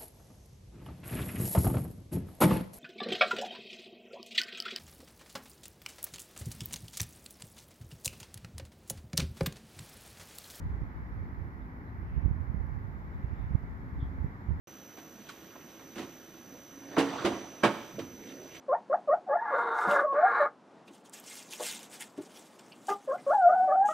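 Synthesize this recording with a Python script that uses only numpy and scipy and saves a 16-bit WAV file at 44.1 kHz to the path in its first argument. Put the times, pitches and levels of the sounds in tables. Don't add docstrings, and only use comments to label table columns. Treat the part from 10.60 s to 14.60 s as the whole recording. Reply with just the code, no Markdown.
import sys
import numpy as np
from scipy import signal
from scipy.fft import rfft, irfft
from scipy.io import wavfile

SR = 44100
rng = np.random.default_rng(int(sys.argv[2]) if len(sys.argv) > 2 else 0)


def pcm_store(signal):
    levels = np.round(np.clip(np.atleast_2d(signal), -1, 1) * 32767)
    wavfile.write(sys.argv[1], SR, levels.astype(np.int16).T)


N = 176400


def undb(db):
    return 10 ** (np.asarray(db) / 20)


def unit(x):
    return x / np.sqrt(np.mean(x ** 2))


def curve(rows):
    return np.interp(np.arange(N) / SR, *np.array(rows).T)


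def colour(x, points):
    hz, db = np.array(points).T
    bins_hz = np.maximum(np.arange(N // 2 + 1) * SR / N, 1)
    gain = undb(np.interp(np.log(bins_hz), np.log(hz), db))
    return unit(irfft(rfft(x) * gain, N))


def stereo_noise(points):
    return np.array([colour(rng.standard_normal(N), points) for _ in range(2)])


def delay(x, seconds):
    bins_hz = np.arange(N // 2 + 1) * SR / N
    return irfft(rfft(x) * np.exp(-2j * np.pi * bins_hz * seconds), N)


def drift(rate_hz):
    bins_hz = np.arange(N // 2 + 1) * SR / N
    lowpass = np.exp(-(bins_hz / rate_hz) ** 2) * (bins_hz > 0)
    return unit(irfft(rfft(rng.standard_normal(N)) * lowpass, N))


def swell(age):
    return np.exp(-age ** 2 / 2)


def wind(eddies_per_s=260, spread_db=6, boost_db=2):
    # time_s, level_db
    gusts_left = [(0, -38), (.6, -47), (1.25, -53), (1.4, -40), (1.6, -44), (2.3, -51.5), (2.53, -41),
                  (2.7, -44.5), (3.3, -41), (3.43, -33.5), (3.6, -46.5), (3.9, -56), (3.95, -35),
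                  (4.0, -37)]
    gusts_right = [(0, -48.5), (.08, -30), (.16, -37.5), (.25, -40), (.34, -46.5), (.62, -34.5),
                   (.72, -43.5), (.8, -35.5), (.92, -40.5), (1.2, -64), (1.39, -42), (1.49, -42.5),
                   (1.57, -27.5), (1.68, -31.5), (1.86, -34), (1.98, -32), (2.1, -38), (2.3, -35),
                   (2.55, -51), (2.65, -39.5), (2.76, -34), (2.93, -37), (3.08, -46), (3.3, -41),
                   (3.47, -37.5), (3.55, -39), (3.64, -32.5), (3.73, -52), (3.85, -50), (3.89, -32.5),
                   (4.0, -33)]
    # freq_hz, gain_db
    buffet_eq = [(18, -45), (30, -25), (52, 5.5), (90, 0.5), (135, -6), (200, -14), (300, -27),
                 (500, -41.5), (1200, -61), (4000, -96.5)]
    ports = []
    for gusts in (gusts_left, gusts_right):
        hits = rng.random(N) < eddies_per_s / SR
        kicks = hits * rng.choice([-1, 1], N) * undb(spread_db * rng.standard_normal(N))
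        ports.append(colour(kicks, buffet_eq) * undb(curve(gusts) + boost_db))
    return np.array(ports)


def traffic(streams=12, swell_db=0.6, left_bias_db=4.5, port_spacing_m=0.14):
    # freq_hz, gain_db
    roar_eq = [(20, -23.5), (45, 3.5), (70, 4.5), (120, -2.5), (180, -3), (250, -7.5), (350, -12),
               (480, -19), (650, -21), (900, -16), (1300, -19), (2000, -19.5), (2250, -26), (2600, -39.5),
               (3300, -46.5), (5500, -50.5), (7500, -63.5), (9000, -85), (15000, -79.5)]
    # freq_hz, gain_db
    left_eq = [(150, 0), (520, 2), (900, 1.5), (1300, 0.5), (1900, -3), (2900, 0)]
    # time_s, level_db
    fader = [(0, -43.5), (.8, -44.5), (2.2, -44), (3.3, -44), (4.0, -43)]
    left, right = np.zeros((2, N))
    for side in np.cos(np.pi * (np.arange(streams) + .5) / streams):
        roar = colour(rng.standard_normal(N), roar_eq)
        stream = roar * undb(swell_db * drift(1.8) - left_bias_db * side)
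        left += delay(stream, side * port_spacing_m / 343)
        right += stream
    return np.array([colour(left, left_eq), unit(right)]) * undb(curve(fader))


def sizzle(left_minus_right_db=7):
    # freq_hz, gain_db
    sizzle_eq = [(1500, -23), (2600, -3.5), (3600, 4), (4500, -2), (5500, -8), (7600, -4.5), (8500, -27),
                 (14000, -36.5)]
    # time_s, level_db
    fader = [(0, -78), (.25, -83), (.45, -85), (1.8, -89.5), (2.4, -83.5), (2.8, -82.5), (3.1, -82.5),
             (4.0, -82)]
    pan_db = np.array([[.5], [-.5]]) * left_minus_right_db
    return stereo_noise(sizzle_eq) * undb(curve(fader) + pan_db)


def wavering_tone(pitch_hz, waver):
    pitch = pitch_hz * (1 + waver * drift(14))
    tone = np.sqrt(2) * np.sin(2 * np.pi * np.cumsum(pitch) / SR)
    return tone * undb(1.4 * drift(2.8))


def far_engine(whine_db=-74):
    # time_s, level_db
    fader = [(0, -61), (.7, -62.5), (1.08, -55), (1.35, -62), (1.7, -56.5), (2.2, -62.5), (2.9, -64),
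             (3.3, -52), (3.6, -54), (4.0, -71)]
    hum = wavering_tone(pitch_hz=261.3, waver=.035) * undb(curve(fader))
    whine = wavering_tone(pitch_hz=867, waver=.008) * undb(whine_db)
    return hum + whine


def eddy_thumps(t, core_width=0.39, core_db=-13.5):
    # centre_s, half_length_ms, level_db, left_minus_right_db, skew
    eddies = [(.219, 2.24, -23, -18, -0.12), (.234, 2.9, -25.5, -20, 1.3), (.787, 3.6, -24.5, -18, 0.15),
              (.822, 3.3, -28.5, -15, .9), (1.579, 2.4, -21, -20, -0.065), (1.66, 2.93, -13, -27, -0.25),
              (1.682, 1.67, -22.5, -25, 0.49), (1.7128, 2.2, -17, -34.5, -0.41),
              (1.765, 2.3, -25.5, -24, -0.97), (1.946, 1.86, -24.5, -31, -1.8),
              (2.008, 3.4, -25, -22, 0.29), (2.6466, 3, -19.5, -31, 0.2), (2.911, 2.3, -22.5, -21, -0.65),
              (2.94, 2.5, -24.5, -18, 0.9), (2.9533, 2.6, -11.5, -39, 0.97), (3.429, 2.9, -19.5, 5.5, -0.3),
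              (3.645, 1.74, -20.5, -14, -0.6), (3.8924, 2.6, -18.5, -20, .5),
              (3.908, 1.86, -24.5, -27, 1.4)]
    swirl = lambda age, skew: (age ** 2 - 1 - skew * age) * swell(age)
    out = np.zeros((2, N))
    for centre_s, half_length_ms, level_db, pan_db, skew in eddies:
        age = (t - centre_s) / (half_length_ms / 1000)
        core = undb(core_db) * swirl(age / core_width, skew)
        port_db = np.minimum([[pan_db], [-pan_db]], 0)
        out += undb(level_db + port_db) * (swirl(age, skew) + core)
    return out


def birds(t, fall_hz=44.8, rasp=.046, rasp_hz=400, echo_t60_s=0.17, echo_db=4):
    # centre_s, pitch_hz, level_db, half_length_s
    chirps = [(.33, 3200, -87, .015), (.65, 4100, -87, .015), (0.748, 4150, -87, 0.011),
              (1.023, 3650, -84, .016), (1.282, 4000, -83, .018), (2.55, 3830, -85, .02),
              (2.8, 3590, -82, .04), (3.413, 3365, -67.5, 0.014), (3.448, 3380, -75, 0.014)]
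    song = np.zeros(N)
    for centre_s, pitch_hz, level_db, half_length_s in chirps:
        age = (t - centre_s) / half_length_s
        pitch = pitch_hz * (1 + rasp * drift(rasp_hz)) - fall_hz * age
        song += undb(level_db) * swell(age) * np.sin(2 * np.pi * np.cumsum(pitch) / SR)
    tails = rng.standard_normal((2, N)) * np.exp(-np.log(1000) * t / echo_t60_s)
    echoes = np.array([signal.fftconvolve(song, tail / np.linalg.norm(tail))[:N] for tail in tails])
    return song + undb(echo_db) * echoes


def near_cars(t):
    # centre_s, half_length_s, level_db, left_minus_right_db
    cars = [(1.554, 0.082, -68.5, 5), (2.769, .17, -74, 7.5)]
    # freq_hz, gain_db
    tyre_eq = [(1200, -24), (2300, 3.5), (2850, -2.5), (3300, -13.5), (6000, -39.5)]
    envelope = np.zeros((2, N))
    for centre_s, half_length_s, level_db, pan_db in cars:
        port_db = np.array([[.5], [-.5]]) * pan_db
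        envelope += swell((t - centre_s) / half_length_s) * undb(level_db + port_db)
    return stereo_noise(tyre_eq) * envelope


def ticks(t, knock_hz=510, knock_half_length_s=.0015):
    # centre_s, half_length_s, tick_db, knock_db
    hits = [(1.6613, .0004, -59, -45.5), (2.951, .004, -66, -38)]
    # freq_hz, gain_db
    tick_eq = [(200, 0), (700, 11.5), (2000, 4.5), (7000, -6), (14000, -9)]
    noise = colour(rng.standard_normal(N), tick_eq)
    out = np.zeros((2, N))
    for centre_s, half_length_s, tick_db, knock_db in hits:
        age_s = t - centre_s
        tick = swell(age_s / half_length_s) * noise
        knock = swell(age_s / knock_half_length_s) * np.cos(2 * np.pi * knock_hz * age_s)
        out[1] += undb(tick_db) * tick + undb(knock_db) * knock
    return out


def scene():
    t = np.arange(N) / SR
    bed = wind() + traffic() + sizzle()
    return bed + near_cars(t) + far_engine() + eddy_thumps(t) + birds(t) + ticks(t)


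def record(dry, hiss_db=-77.5, top_hz=14550):
    # freq_hz, gain_db
    hiss_eq = [(3000, -0.5), (7300, -5.5), (8400, -20), (9600, -8), (11500, 4), (14500, 4)]
    hiss = stereo_noise(hiss_eq) * undb(hiss_db)
    lowpass = signal.ellip(10, .2, 80, top_hz, fs=SR, output="sos")
    return signal.sosfilt(lowpass, dry + hiss)


dry = scene()
out = record(dry)
pcm_store(out)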